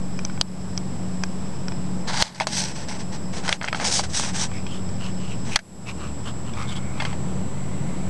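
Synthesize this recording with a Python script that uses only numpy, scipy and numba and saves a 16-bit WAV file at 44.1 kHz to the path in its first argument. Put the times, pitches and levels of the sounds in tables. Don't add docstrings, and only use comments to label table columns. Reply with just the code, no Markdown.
import sys
import numpy as np
from scipy import signal
from scipy.fft import rfft, irfft, next_fast_len
from scipy.io import wavfile
from scipy.ndimage import uniform_filter1d
from numba import njit

SR = 44100
rng = np.random.default_rng(int(sys.argv[2]) if len(sys.argv) > 2 else 0)


def inscribe(sig):
    pcm = np.round(np.clip(np.atleast_2d(sig).T, -1, 1) * 32767)
    wavfile.write(sys.argv[1], SR, pcm.astype(np.int16))


N = 356769
TIME_S = np.arange(N) / SR

# start_s, peak_db, focus_hz, treble_db, ring_ratio
MOUTH_CLICKS = [(.1905, -22, 2000, 3, 1.2), (.2500, -14, 6200, 6, 1), (.298, -25, 1500, -7, 1),
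                (.376, -27, 1500, -13, 1), (.7765, -12, 5300, 5, 1), (1.2363, -12, 1520, 11, .9),
                (1.683, -18, 1550, 8.5, 1), (1.720, -24.5, 5500, -18, 1), (4.516, -26, 1300, -10, 1),
                (4.666, -23.5, 3000, -3, 1.2), (4.89, -30, 5500, -5, 1), (6.536, -29, 3020, 5, 1.5),
                (6.571, -28, 1200, -14, 2), (6.63, -29, 4000, -2, 1)]
# pitch_hz, level_db, t60_s
MOUTH_MODES = [(930, 8.5, 0.0052), (1515, -6, 0.019), (2370, -3, 0.02), (3180, -8, 0.02), (5120, 0, 0.0086),
               (5480, -5, 0.0075), (5770, -1.5, 0.011), (7840, -51, .006)]
# middle_s, length_s, level_db, mouth_hz, throat_db
LICKS = [(4.564, 0.1, -43.5, 2330, -18), (4.733, 0.11, -40.5, 3100, -4.5), (5.053, 0.1, -37.5, 2850, -3),
         (5.263, 0.16, -44.5, 2890, -4), (5.321, 0.058, -40.5, 2720, -14), (5.54, .06, -33.5, 2650, -16),
         (5.892, 0.056, -33, 2480, -5.5), (6.034, 0.12, -39, 2700, 3.5), (6.28, 0.062, -36.5, 3100, 0),
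         (6.484, 0.076, -44.5, 2920, 1), (6.605, 0.11, -34.5, 2220, 4.5), (6.694, .04, -37, 3530, -4),
         (6.725, 0.033, -37, 3030, -6), (6.77, 0.035, -35.5, 3280, -6), (7.042, 0.18, -37, 2260, 2)]
# start_s, peak_db, focus_hz, treble_db, ring_ratio
CASE_SNAPS = [(.4123, 2, 3900, 8.5, .6), (2.2238, 12, 3280, 6.5, .7), (2.348, -21, 5080, 9, 1),
              (2.4006, -2.5, 2220, 3, 1), (2.4078, -1.5, 810, -6, 2.4), (2.4702, -4, 800, 5.5, 1.3),
              (3.479, -15, 1500, -2, 1.2), (3.4915, -6.5, 1410, 0.5, 1.2), (3.527, 2, 2800, 1.5, .8),
              (3.6132, -14, 1440, -22, 1.1), (3.6242, -14.5, 1490, -19, 1.6), (3.631, -24, 6200, 7, .8),
              (3.6425, -12, 1370, -18, 1.6), (3.648, -21.5, 7000, 4, 1), (3.6775, -14.5, 2300, -14, 2),
              (3.684, -11.5, 2420, -6, 2), (3.7285, -9, 1190, -11, .9), (3.7468, -12, 1180, -12, 1.4),
              (3.7995, -15, 1100, -13, 1.6), (3.9942, -10, 804, -23, 1.4), (4.145, -25, 5070, 2, 1),
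              (4.197, -12, 895, 8, 1), (4.236, -17.5, 900, 1, 1), (5.5592, 12, 3600, 6.5, .65),
              (5.5615, 12, 1640, 3, .9), (5.5905, -7.5, 1700, 3, 1.3), (7.0015, -15, 2300, -9, 3.2),
              (7.021, -17, 1000, -5, 2.5), (7.051, -17, 2420, -3, 3), (7.129, -25, 750, -11, 2)]
# pitch_hz, level_db, t60_s
CASE_MODES = [(631, -9.5, 0.049), (874, 2.5, 0.0083), (1534, -1.5, 0.01), (1737, 0.5, 0.0064),
              (2135, -2.5, 0.014), (2570, -8, 0.013), (3240, -1.5, 0.012), (4020, -4.5, 0.015),
              (4670, -0.5, 0.015), (5250, -8, 0.019), (5940, -6.5, 0.016), (6510, -10, 0.021),
              (8280, -10, 0.018), (9400, -7.5, 0.0038)]
# [(freq_hz, gain_db)]
GRIP_SPECTRA = [(0, [(300, -35), (550, -8), (850, 0), (1220, -9), (1550, -6.5), (1850, -8), (2080, -6.5),
                (2600, -14), (3300, -9), (4600, -4), (6600, -11), (8200, -13.5), (10000, -27),
                (12000, -45)]), (2.359, [(290, -58), (500, -19), (585, -2), (770, -8), (833, 3.5),
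                (1110, -7), (1230, -23), (1390, -5.5), (2030, -5.5), (3650, -7.5), (5930, -1),
                (7030, -13.5), (8110, -4), (8890, -19.5), (11400, -29), (14800, -58), (22000, -120)]),
                (3.25, [(290, -44), (500, 6.5), (601, -1.5), (750, 5.5), (1220, -2.5), (1350, -0.5),
                (2780, -2.5), (3080, -2.5), (3610, -2.5), (5410, 2.5), (8010, -3), (9250, -9), (11400, -33),
                (14800, -66), (22000, -120)]), (4.08, [(290, -40), (500, -10), (527, -11), (790, 2),
                (1250, -4.5), (1580, -1.5), (2700, -6.5), (3800, -4.5), (4440, -7.5), (5930, -0.5),
                (6930, -9), (8010, -4), (11400, -35), (14800, -66), (22000, -120)])]
# start_s, rise_s, fall_s, level_db, low_cut_db
FINGER_STROKES = [(2.069, .012, .075, -27, -3), (2.12, 0.11, 0.1, -18, 2.5),
                  (2.31, 0.055, 0.058, -33.5, -1.5), (2.405, 0.014, 0.034, -26, -10.5),
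                  (2.472, 0.11, .175, -19, 8.5), (2.744, .03, .11, -35.5, -1),
                  (2.875, 0.023, 0.1, -34.5, -3), (2.985, 0.017, .05, -38, 0),
                  (3.115, 0.023, 0.05, -38.5, -0.5), (3.322, 0.048, .065, -36.5, -3.5),
                  (3.425, 0.11, 0.046, -28, -3.5), (3.62, 0.028, 0.071, -43.5, -12),
                  (3.745, .02, 0.055, -35.5, -4.5), (3.79, 0.052, 0.023, -31.5, -9),
                  (3.84, 0.022, 0.068, -18, 5), (3.905, 0.057, 0.069, -15.5, 11.5),
                  (4.024, 0.022, 0.032, -28.5, -0.5), (4.087, 0.018, 0.064, -33.5, 12),
                  (4.133, 0.049, 0.076, -18.5, 12.5), (4.22, 0.041, 0.076, -27, 3),
                  (4.331, 0.083, 0.067, -20, 8), (5.44, 0.1, 0.033, -35.5, 0.5)]
# time_s, level_db
HUM_LEVELS = [(0, -31.5), (2, -32.5), (3.4, -34.5), (4.6, -38), (6.5, -37), (7.3, -34), (8.1, -36)]
# order, level_db
HUM_ORDERS = [(2, -15), (3, -9.5), (4, -0.5), (5, -16), (6, -17), (7, -23)]
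# start_s, length_s, first_hz, last_hz, level_db, octave_db
GEAR_PULLS = [(3.8, 1.85, 77, 115, -40.5, -22), (5.7, 2.1, 73, 89, -41, -14),
              (4.2, 2.4, 116.5, 120, -42, -27), (6.45, 1.65, 123, 147, -34.5, -29)]
# freq_hz, gain_db
RUMBLE_SPECTRUM = [(15, -38), (30, -31), (55, -13), (90, -11), (190, -7.5), (280, -16.5), (450, -21),
                   (1000, -26.5), (1350, -33), (2900, -40), (4500, -43.5), (7000, -45.5), (10300, -50),
                   (12000, -99)]
# time_s, level_db
RUMBLE_LEVELS = [(0, -33.5), (2, -32.5), (3.3, -33.5), (5, -32.5), (6.3, -34), (7.2, -31), (8.1, -30.5)]
# start_s, end_s, pitch_hz, level_db
WHISTLES = [(6.56, 6.949, 2180, -49.5), (6.558, 6.945, 1430, -51.5), (7.537, 7.996, 2060, -54),
            (7.854, 9.2, 2297, -58)]


def mouth_clicks():
    return clicks(MOUTH_CLICKS, MOUTH_MODES, crack_db=-9.5, crack_s=0.0025, focus_db=10)


def licks(films_per_s=350, crackle_db=-10):
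    out = np.zeros(N + SR)
    for middle_s, length_s, level_db, mouth_hz, throat_db in LICKS:
        count = int(1.6 * length_s * SR)
        wet = grains(count, spread_db=10.5)
        cavities = [(1150, 400, throat_db), (mouth_hz, 480, 0),
                    (1.39 * mouth_hz, 900, -9), (2 * mouth_hz, 1500, -11)]
        mouth = sum(undb(db) * unit(resonate(resonate(wet, hz, width_hz), hz, 3 * width_hz))
                    for hz, width_hz, db in cavities)
        films = rng.standard_normal(count) * (rng.random(count) < films_per_s / SR)
        crackle = resonate(resonate(films, 1.37 * mouth_hz, 2900), 1.2 * mouth_hz, 3300)
        lick = (unit(mouth) + undb(crackle_db) * unit(crackle)) * np.hanning(count)
        out[int(middle_s * SR) - count // 2:][:count] += undb(level_db) * lick
    return out[:N]


def case_snaps():
    return clicks(CASE_SNAPS, CASE_MODES, crack_db=-7, crack_s=0.0055, focus_db=11)


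def clicks(blows, modes, crack_db, crack_s, focus_db, attack_s=0.00023):
    out, t = np.zeros(N + SR), TIME_S[:SR // 10]
    mode_hz, mode_db, t60_s = np.transpose(modes)[:, :, None]
    grid_hz = np.geomspace(200, 13000, 40)
    noise_db = np.interp(grid_hz, [250, 700, 3000, 6000, 8500, 12000], [-34, 3.5, 1, -2, -18.5, -33])
    for start_s, peak_db, focus_hz, treble_db, ring_ratio in blows:
        def emphasis_db(hz):
            hump_db = focus_db * np.exp(-(np.log2(hz / focus_hz) / .5) ** 2)
            return hump_db + np.interp(hz, [3000, 6000], [0, treble_db])
        detuned_hz = mode_hz * (1 + 0.028 * rng.standard_normal(mode_hz.shape))
        phase = 2 * np.pi * (detuned_hz * t + rng.random(mode_hz.shape))
        decay = np.exp(-np.log(1000) * t / (t60_s * ring_ratio))
        body = np.sum(undb(mode_db + emphasis_db(mode_hz)) * np.sin(phase) * decay, axis=0)
        burst = rng.standard_normal(len(t)) * np.exp(-t / (crack_s * ring_ratio))
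        crack = colour(burst, np.column_stack([grid_hz, noise_db + emphasis_db(grid_hz)]))
        click = (unit(body) + undb(crack_db) * unit(crack)) * (1 - np.exp(-t / attack_s))
        peak = np.sqrt(2 * uniform_filter1d(click ** 2, size=24).max())
        out[int(start_s * SR):][:len(t)] += undb(peak_db) * click / peak
    return out[:N]


def finger_rubs(swell_db_per_s=124, fade_db_per_s=143.5, dulling=0.51, touch_s=0.015, lift_s=0.038):
    slips = grains(N, spread_db=4) * undb(1.45 * walk(380) + walk(90))
    ringing = sum(resonate(slips, hz, np.log(1000) / np.pi / t60_s) for hz, _, t60_s in CASE_MODES)
    rasp = np.zeros(N)
    for start_s, spectrum in GRIP_SPECTRA:
        rasp = np.where(TIME_S >= start_s, unit(colour(slips + 0.24 * ringing, spectrum)), rasp)
    low = signal.sosfiltfilt(signal.butter(2, 3000, fs=SR, output="sos"), rasp)
    high = rasp - low
    out = np.zeros(N)
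    for start_s, rise_s, fall_s, level_db, low_cut_db in FINGER_STROKES:
        t = TIME_S[:int((rise_s + fall_s) * SR)]
        span = slice(int(start_s * SR), int(start_s * SR) + len(t))
        speed_db = np.minimum(swell_db_per_s * (t - rise_s), fade_db_per_s * (rise_s - t))
        contact = np.clip(np.minimum(t / touch_s, (t[-1] - t) / lift_s), 0, 1)
        body = low[span] * undb(-low_cut_db - dulling * speed_db)
        out[span] += contact * undb(level_db + speed_db) * (body + high[span])
    return out


def machine_hum(shaft_hz=46.19):
    turns = np.cumsum(shaft_hz * (1 + 0.00316 * walk(4))) / SR
    hum = sum(undb(db + 2.4 * walk(5.5)) * np.sin(2 * np.pi * (order * turns + rng.random()))
              for order, db in HUM_ORDERS)
    return unit(hum) * undb(curve(HUM_LEVELS))


def engines(rev_exponent=1.4, throttle_s=0.14):
    out = np.zeros(N)
    for start_s, length_s, first_hz, last_hz, level_db, octave_db in GEAR_PULLS:
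        progress = np.clip((TIME_S - start_s) / length_s, 0, 1)
        firing_hz = first_hz + (last_hz - first_hz) * progress ** rev_exponent
        phase = phase_rad(firing_hz * (1 + 0.0082 * walk(14)))
        throttle = np.clip(np.minimum(progress, 1 - progress) * length_s / throttle_s, 0, 1)
        firing = unit(np.sin(phase) + undb(octave_db) * np.sin(2 * phase))
        out += firing * throttle * undb(level_db + 2.4 * walk(11))
    return out


def traffic_rumble():
    rumble = unit(colour(rng.standard_normal(N), RUMBLE_SPECTRUM))
    return rumble * undb(curve(RUMBLE_LEVELS) + 0.26 * walk(6.3))


def camera_motor(whine_hz=7709, whirr_hz=5180, turn_hz=62):
    whine = unit(np.sin(phase_rad(whine_hz + 4 * walk(30)))) * undb(.6 * walk(25))
    skirt = unit(resonate(resonate(rng.standard_normal(N), 7810, 230), 8000, 370))
    turn = np.sin(phase_rad(turn_hz + 4 * walk(8)))
    warble_hz = whirr_hz + 130 * turn + 110 * walk(600)
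    warble = unit(np.sin(phase_rad(warble_hz)) * undb(3.9 * walk(250)))
    rustle = unit(resonate(resonate(rng.standard_normal(N), 5150, 950), 5000, 1400))
    whine_db = np.interp(TIME_S, [0, 4.5], [-49.5, -47])
    whirr_db = np.interp(TIME_S, [2, 5.5, 7, 8], [-55.5, -54.5, -62.5, -72])
    return undb(whine_db) * (whine + undb(-9) * skirt) + undb(whirr_db) * (warble + 0.69 * rustle)


def whistles(fade_s=0.031):
    out = np.zeros(N)
    for start_s, end_s, pitch_hz, level_db in WHISTLES:
        swell = np.clip(np.minimum(TIME_S - start_s, end_s - TIME_S) / fade_s, 0, 1)
        tone = resonate(resonate(rng.standard_normal(N), pitch_hz, 170), pitch_hz, 340)
        out += undb(level_db) * swell * unit(tone)
    return out


def undb(db):
    return 10 ** (np.asarray(db) / 20)


def unit(x):
    return x / np.sqrt(np.mean(x ** 2))


def curve(rows):
    return np.interp(TIME_S, *np.transpose(rows))


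def phase_rad(hz):
    return 2 * np.pi * np.cumsum(hz) / SR


def walk(rate_hz):
    hold = int(SR / rate_hz)
    steps = np.repeat(rng.standard_normal(N // hold + 1), hold)
    return unit(uniform_filter1d(uniform_filter1d(steps, hold), hold)[:N])


def grains(count, spread_db):
    return unit(rng.standard_normal(count) * undb(spread_db * np.clip(rng.standard_normal(count), -3, 3)))


def colour(x, spectrum):
    hz, db = np.transpose(spectrum)
    size = next_fast_len(len(x) + SR // 10)
    bin_hz = np.maximum(np.arange(size // 2 + 1) * SR / size, 1)
    gain = undb(np.interp(np.log(bin_hz), np.log(hz), db))
    return irfft(rfft(x, size) * gain, size)[:len(x)]


def resonate(x, hz, width_hz):
    return signal.lfilter(*signal.iirpeak(hz, hz / width_hz, fs=SR), x)


@njit
def follow_peaks(x, attack_s, release_s):
    out, charge = np.empty(len(x)), 0.
    for i in range(len(x)):
        charge += max(x[i] - charge, 0.) / (attack_s * SR) - charge / (release_s * SR)
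        out[i] = charge
    return out


def scene():
    cat = mouth_clicks() + licks()
    hand = case_snaps() + finger_rubs()
    background = engines() + whistles() + machine_hum() + traffic_rumble() + camera_motor()
    return (cat + hand + background)[None]


def record(dry, knee=0.54, hiss_db=-58.5, cutoff_hz=11600):
    x = dry[0]
    detector = np.minimum(np.abs(x), 4.5)
    envelope = follow_peaks(detector, attack_s=0.000099, release_s=.155)
    gain = 1 / np.sqrt(1 + (envelope / knee) ** 2)
    offset = 0.094 * follow_peaks(1 - gain, attack_s=0.0015, release_s=.6) - .072
    clipped = np.clip(x * gain, -.7, .7)
    hiss = undb(hiss_db) * rng.standard_normal(N)
    low_pass = signal.ellip(8, .2, 60, cutoff_hz, fs=SR, output="sos")
    return signal.sosfilt(low_pass, clipped + offset + hiss)[None]


dry = scene()
out = record(dry)
inscribe(out)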